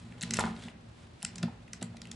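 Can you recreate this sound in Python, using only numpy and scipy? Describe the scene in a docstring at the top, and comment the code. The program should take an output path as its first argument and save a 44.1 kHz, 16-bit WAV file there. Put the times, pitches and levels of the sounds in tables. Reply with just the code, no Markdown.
"""A low rumble and a soft scuff over quiet room noise, then bursts of snapping clicks, knocks and thumps:
fingers pry and fold a hard plastic toy on a wooden table, heard close up in a small room.
Clicks and rattles are short noise chatters that ring small parts or the hollow body; knocks and thumps
are smooth pushes on the body or table top. Gritty noise makes the sliding fingers and the shifting toy.
Fading noise makes the room's echo; shaped noise and a sine make the room noise and a faint low hum."""
import sys
import numpy as np
from scipy import signal
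from scipy.fft import rfft, irfft
from scipy.io import wavfile
from scipy.ndimage import uniform_filter1d

SR = 44100
rng = np.random.default_rng(int(sys.argv[2]) if len(sys.argv) > 2 else 0)


def bounce(signal):
    """Save signal as a 16-bit WAV file at the path given by the first command-line argument."""
    frames = np.transpose(np.atleast_2d(signal))
    limited = np.clip(frames, -1, 1)
    pcm = np.round(limited * 32767).astype(np.int16)
    wavfile.write(sys.argv[1], SR, pcm)


def ratio(d):
    """dB to gain"""
    e = np.asarray(d, float) / 20
    return 10 ** e


N = 94815  # length in samples


def unit(x):
    """Scale to an rms (average strength) of 1."""
    return x / np.sqrt(np.mean(x ** 2))


def colour(x, points):
    """Shape the spectrum of noise by (pitch [Hz], level [dB]) points."""
    hz = np.fft.rfftfreq(len(x), 1 / SR) + 1  # the 1 avoids log(0)
    point_hz, point_db = np.array(points).T
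    level_db = np.interp(np.log(hz), np.log(point_hz), point_db, left=-60)
    return irfft(rfft(x) * ratio(level_db), len(x))


def ring(modes, extra_db=0, detune=0, sense=0.83):
    """What a tap sets ringing: a sum of fading sines, one for each natural pitch (mode)."""
    t = np.arange(int(.3 * SR)) / SR
    hz, db, t60 = np.array(modes).T[:, :, None]
    # sense -1: neighbours swing opposite ways; between 0 and 1: each mode is scaled down more than the last
    sign = sense ** np.arange(len(modes))[:, None]
    swing = np.sin(2 * np.pi * hz * (1 + detune) * t)
    fade = 1000. ** (-t / t60)  # falls 60 dB in t60
    return np.sum(sign * ratio(db + extra_db) * swing * fade, axis=0)


def focus(modes, hz, depth_db):
    """A blow favours modes near hz: those far away (in octaves) lose up to depth_db."""
    octaves = np.log2(np.array(modes)[:, :1] / hz)
    return depth_db * (np.exp(-(octaves / 0.7) ** 2) - 1)


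def strikes(rows, modes, gain_db, jitter, chatter, sense):
    """A smooth push or noisy chatter rings the modes; returns the direct sound and what feeds the room.
    Rows: (time [s], peak [dB] before gain_db, push or chatter time [ms], mode weights [dB])."""
    out = np.zeros((2, N + SR))
    t = np.arange(1024) / SR
    for s, db, ms, weights_db in rows:
        u = t * 1000 / max(ms, .05)
        if chatter:
            noise = rng.standard_normal(len(t))
            push = noise * abs(noise) * np.sqrt(u) * np.exp(-u - u ** 2)  # squaring makes it spiky
        else:
            push = u * np.exp(-u ** 2)
        detune = jitter * rng.standard_normal((len(modes), 1))
        h = ring(modes, weights_db, detune, sense)
        direct = signal.fftconvolve(push, h)
        direct = direct * ratio(db + gain_db) / np.max(abs(direct))
        around = direct
        if chatter:  # the room gets one smooth ring of equal energy
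            around = h * np.sqrt(np.sum(direct ** 2) / np.sum(h ** 2))
        i = int(s * SR)
        out[0, i:i + len(direct)] -= direct
        out[1, i:i + len(around)] -= around
    return out[:, :N]


# snapping joints: (time [s], peak [dB] before CLICK_DB and the bass cut, favoured pitch [Hz], chatter [ms])
JOINT_CLICKS = [(0.2099, -29.5, 7100, 2.2), (0.2155, -30.5, 3750, 5.9), (0.2254, -24, 6900, 5.7),
                (0.23, -32.5, 2700, 3.5), (0.2338, -24.5, 4330, 1.9), (0.3074, -28, 1760, 2.2),
                (0.307, -22, 5800, 3.46), (0.3362, -19.5, 5700, 4.6), (0.341, -22.5, 7600, 2.6),
                (0.369, -27, 3700, 5.7), (0.3685, -24, 6800, 2.1), (.393, -24.5, 7500, 2.9),
                (.401, -28, 7400, 6.6), (0.4048, -24.5, 3840, 7.1), (0.4545, -32, 5900, 1.1),
                (1.2212, -36, 3500, 4.8), (1.2279, -24, 8600, 1), (1.231, -38, 4580, 2.7),
                (1.2483, -17, 6500, 2.49), (1.356, -34, 6030, 4.6), (1.3807, -32, 6040, 4.3),
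                (1.4277, -29.5, 4070, 6.3), (1.678, -49, 2420, 5.7), (1.7318, -28.5, 6900, 3.5),
                (1.811, -42.5, 3400, 13), (1.825, -27, 7260, 5), (1.9675, -43, 3760, 4.3),
                (2.0162, -32, 4860, 3.4), (2.0537, -38, 2800, 1), (2.0712, -40.5, 3150, 1.2),
                (2.1137, -30.5, 6170, 3.7)]
# soft scuffs of a part in its socket: (time [s], peak [dB] before CLICK_DB and the bass cut,
# favoured pitch [Hz])
SOCKET_SCUFFS = [(0.1217, -43, 2164), (0.5635, -42, 3400), (0.635, -38.5, 3600), (0.683, -36, 2280)]
# natural pitches of the small parts: (pitch [Hz], level [dB])
PART_PITCHES = [(1400, -6.5), (1900, -2.5), (2700, -0.5), (3300, -2.5), (3800, -0.5), (4600, -2), (5400, 1),
                (6100, 1), (6800, 2), (7500, 6), (8300, 4), (9300, -4), (10100, -2.5), (10800, 4.5)]
CLICK_DB, CLICK_FOCUS_DB = 1, 11
SCUFF_MS, SCUFF_FOCUS_DB = 3.46, 20.5
PART_CYCLES = 19  # swings in which a part fades by 60 dB
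CLICK_LOW_HZ = 1070  # bass cut


def clicks():
    """Joints snap and parts scuff: short chatters ring the small, quickly fading parts."""
    modes = [(hz, db, PART_CYCLES / hz) for hz, db in PART_PITCHES]
    rows = [(s, db, ms, focus(modes, hz, CLICK_FOCUS_DB)) for s, db, hz, ms in JOINT_CLICKS]
    rows += [(s, db, SCUFF_MS, focus(modes, hz, SCUFF_FOCUS_DB)) for s, db, hz in SOCKET_SCUFFS]
    y = strikes(rows, modes, CLICK_DB, jitter=.04, chatter=True, sense=-1.)
    return signal.sosfilt(signal.butter(2, CLICK_LOW_HZ, "high", fs=SR, output="sos"), y)


# knocks on the hollow body: (time [s], peak [dB], favoured pitch [Hz])
BODY_KNOCKS = [(0.3889, -10.5, 1480), (0.3909, -19.5, 2040), (0.4389, -16.5, 1190)]
# natural pitches of the hollow body: (pitch [Hz], level [dB], time to fade 60 dB [s])
BODY_PITCHES = [(388, -9, .05), (470, -9, .04), (600, -8, .04), (710, -4, .04), (815, -3, .05),
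                (1000, -3, .05), (1250, -2, .03), (1420, 0, .03), (1740, -3, .03), (2030, -3, .03),
                (2500, -8, .02)]
KNOCK_FOCUS_DB = 8
KNOCK_CYCLES = .17  # contact time, in swings of the favoured pitch


def knocks():
    """Parts knock the hollow body: one smooth push each, shorter for a higher pitch."""
    rows = [(s, db, KNOCK_CYCLES * 1000 / hz, focus(BODY_PITCHES, hz, KNOCK_FOCUS_DB))
            for s, db, hz in BODY_KNOCKS]
    return strikes(rows, BODY_PITCHES, 0, jitter=.03, chatter=False, sense=1.)


# loose parts against the body: (time [s], peak [dB], favoured pitch [Hz])
LOOSE_RATTLES = [(0.3984, -25, 1100), (.405, -24, 770), (.424, -41, 1100), (.447, -35, 1420),
                 (.459, -28.5, 880), (.472, -34.5, 1050), (.677, -43.5, 710), (1.2295, -41.5, 716),
                 (1.429, -32.5, 1680), (1.432, -33, 646), (1.478, -40.5, 810), (1.736, -44.5, 1570),
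                 (1.816, -35, 510), (1.827, -41.5, 1310), (1.942, -45.5, 595)]
RATTLE_MS, RATTLE_FOCUS_DB = 1.93, 23.5


def rattles():
    """Loose parts rattle: short noisy chatters ring the hollow body."""
    rows = [(s, db, RATTLE_MS, focus(BODY_PITCHES, hz, RATTLE_FOCUS_DB)) for s, db, hz in LOOSE_RATTLES]
    return strikes(rows, BODY_PITCHES, 0, jitter=.04, chatter=True, sense=-1.)


# blows on the table: (time [s], peak [dB] before THUMP_DB, favoured pitch [Hz])
TABLE_THUMPS = [(0.23, -27, 156), (0.299, -31.5, 224), (0.388, -23.5, 247), (0.442, -21, 248),
                (0.509, -29, 250), (0.65, -31, 230.6), (0.748, -40.5, 225), (1.236, -31.5, 171),
                (1.428, -17, 149), (1.434, -25.5, 345), (1.8168, -26.5, 356), (1.8325, -27, 173),
                (1.887, -35, 100)]
# natural pitches of the table top: (pitch [Hz], level [dB], time to fade 60 dB [s])
TABLE_PITCHES = [(57.4, -46, 0.29), (96.3, -11, 0.27), (118.3, -1, 0.29), (175.1, 4.5, 0.19),
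                 (228.85, 4, 0.27), (352, -7, 0.059)]
THUMP_DB, THUMP_MS, THUMP_FOCUS_DB = -4.5, 0.54, 11.5


def thumps():
    """The table top thumps: brief pushes ring its low pitches, direct sound only."""
    rows = [(s, db, THUMP_MS, focus(TABLE_PITCHES, hz, THUMP_FOCUS_DB)) for s, db, hz in TABLE_THUMPS]
    return strikes(rows, TABLE_PITCHES, THUMP_DB, jitter=.01, chatter=False, sense=-1.)[0]


def grit():
    """Rough contact: noise whose strength jumps at random from sample to sample."""
    return rng.standard_normal(N) * ratio(1.5 * rng.exponential(size=N))


# fingers sliding on plastic: (time [s], level [dB])
SLIDE_LEVEL = [(0, -62), (.15, -66.5), (.3, -56.5), (.39, -42), (.48, -53), (.55, -59.5), (.63, -53),
               (.7, -61), (.73, -74.5), (1.03, -64), (1.12, -71.5), (1.22, -62.5), (1.6, -70),
               (2.15, -66.5)]
# tone of skin on plastic: (pitch [Hz], level [dB])
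RUB_TONE = [(1000, 1.5), (2000, 2), (3500, 3), (6000, -6), (8000, -4), (11000, -13)]
RUB_PATCH_DB, RUB_PATCH_MS = 2.5, 8


def sliding():
    """Fingers rub the plastic: gritty noise that swells and fades in small patches."""
    k = int(RUB_PATCH_MS * SR / 1000)
    patch = uniform_filter1d(rng.standard_normal(N), k) * np.sqrt(k)
    rub = unit(colour(grit() * ratio(RUB_PATCH_DB * patch), RUB_TONE))
    return rub * ratio(np.interp(np.arange(N) / SR, *np.array(SLIDE_LEVEL).T))


# toy shifting under the hands: (time [s], table rumble level [dB], body drag level [dB])
SHIFT_LEVELS = [(0.0, -47.5, -70.5), (0.23, -47.5, -56.5), (0.39, -35, -49.5), (0.55, -45.5, -54),
                (0.72, -52, -62), (0.99, -64, -90), (1.45, -44, -53.5), (1.65, -55, -75.5),
                (2.15, -48.5, -64.5)]


def shifting():
    """The toy drags along the table: gritty contact keeps the body and the table top ringing."""
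    times, rumble_db, drag_db = np.array(SHIFT_LEVELS).T
    t = np.arange(N) / SR
    drag = unit(signal.fftconvolve(grit(), ring(BODY_PITCHES))[:N])
    rumble = unit(signal.fftconvolve(grit(), ring(TABLE_PITCHES))[:N])
    return drag * ratio(np.interp(t, times, drag_db)), rumble * ratio(np.interp(t, times, rumble_db))


# how long the room rings: (pitch [Hz], time to fade 60 dB [s])
ROOM_FADE = [(150, 0.33), (800, 0.32), (2100, 0.38), (5500, 0.14), (11000, 0.13)]
ROOM_DB, ROOM_WIDE, ROOM_BUILD_S = -12.5, 0.57, .008


def room(x):
    """Many overlapping echoes: fading noise in octave bands, the high treble dying first."""
    n = int(.6 * SR)
    t = np.arange(n) / SR
    fade_hz, fade_s = np.array(ROOM_FADE).T
    build = 1 - np.exp(-(t / ROOM_BUILD_S) ** 2)
    tails = 0
    for hz in 125 * 2 ** np.arange(7):
        sos = signal.butter(2, [hz / np.sqrt(2), hz * np.sqrt(2)], "band", fs=SR, output="sos")
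        t60 = np.interp(np.log(hz), np.log(fade_hz), fade_s)
        band = signal.sosfilt(sos, rng.standard_normal((2, n)))
        tails = tails + band * 1000. ** (-t / t60) * build
    tails = tails / np.sqrt(np.sum(tails[0] ** 2))
    mid, side = signal.fftconvolve(x[None], tails, axes=1)[:, :N]
    return ratio(ROOM_DB) * np.array([mid + ROOM_WIDE * side, mid - ROOM_WIDE * side])


# tone of the room noise: (pitch [Hz], level [dB])
AIR_TONE = [(15, -64), (25, -0.5), (118, -0.5), (480, -17.5), (573, -16.5), (685, -18.5), (4070, -32.5),
            (11000, -48.5), (14300, -72), (22000, -120)]
AIR_DB, AIR_WIDE_HZ = -52.5, 350  # left and right differ mostly above AIR_WIDE_HZ
HUM_HZ, HUM_DB = 112.7, -64


def air():
    """Room noise is shaped noise, wider above the bass; the hum is one steady sine."""
    mid, side = (unit(colour(rng.standard_normal(N), AIR_TONE)) * ratio(AIR_DB) for _ in range(2))
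    side = signal.sosfilt(signal.butter(2, AIR_WIDE_HZ, "high", fs=SR, output="sos"), side)
    hum = ratio(HUM_DB) * np.sqrt(2) * np.sin(2 * np.pi * HUM_HZ * np.arange(N) / SR)
    return np.array([mid + side, mid - side]) + hum


def scene():
    """The toy and table in the middle, the room all around."""
    drag, rumble = shifting()
    direct, around = clicks() + knocks() + rattles() + sliding() + drag
    return direct + thumps() + rumble + room(around) + air()


def top_cut(x):
    """Nothing passes above the cut-off."""
    return signal.sosfilt(signal.butter(12, 12370, fs=SR, output="sos"), x)


def record(dry):
    """Filters cut the top above 11 kHz and the lowest bass below 56.3 Hz."""
    mix = signal.sosfilt(signal.ellip(6, 1, 23, 11000, fs=SR, output="sos"), dry)
    mix = signal.sosfilt(signal.butter(4, 56.3, "high", fs=SR, output="sos"), mix)
    return top_cut(mix)


dry = scene()
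out = record(dry)
bounce(out)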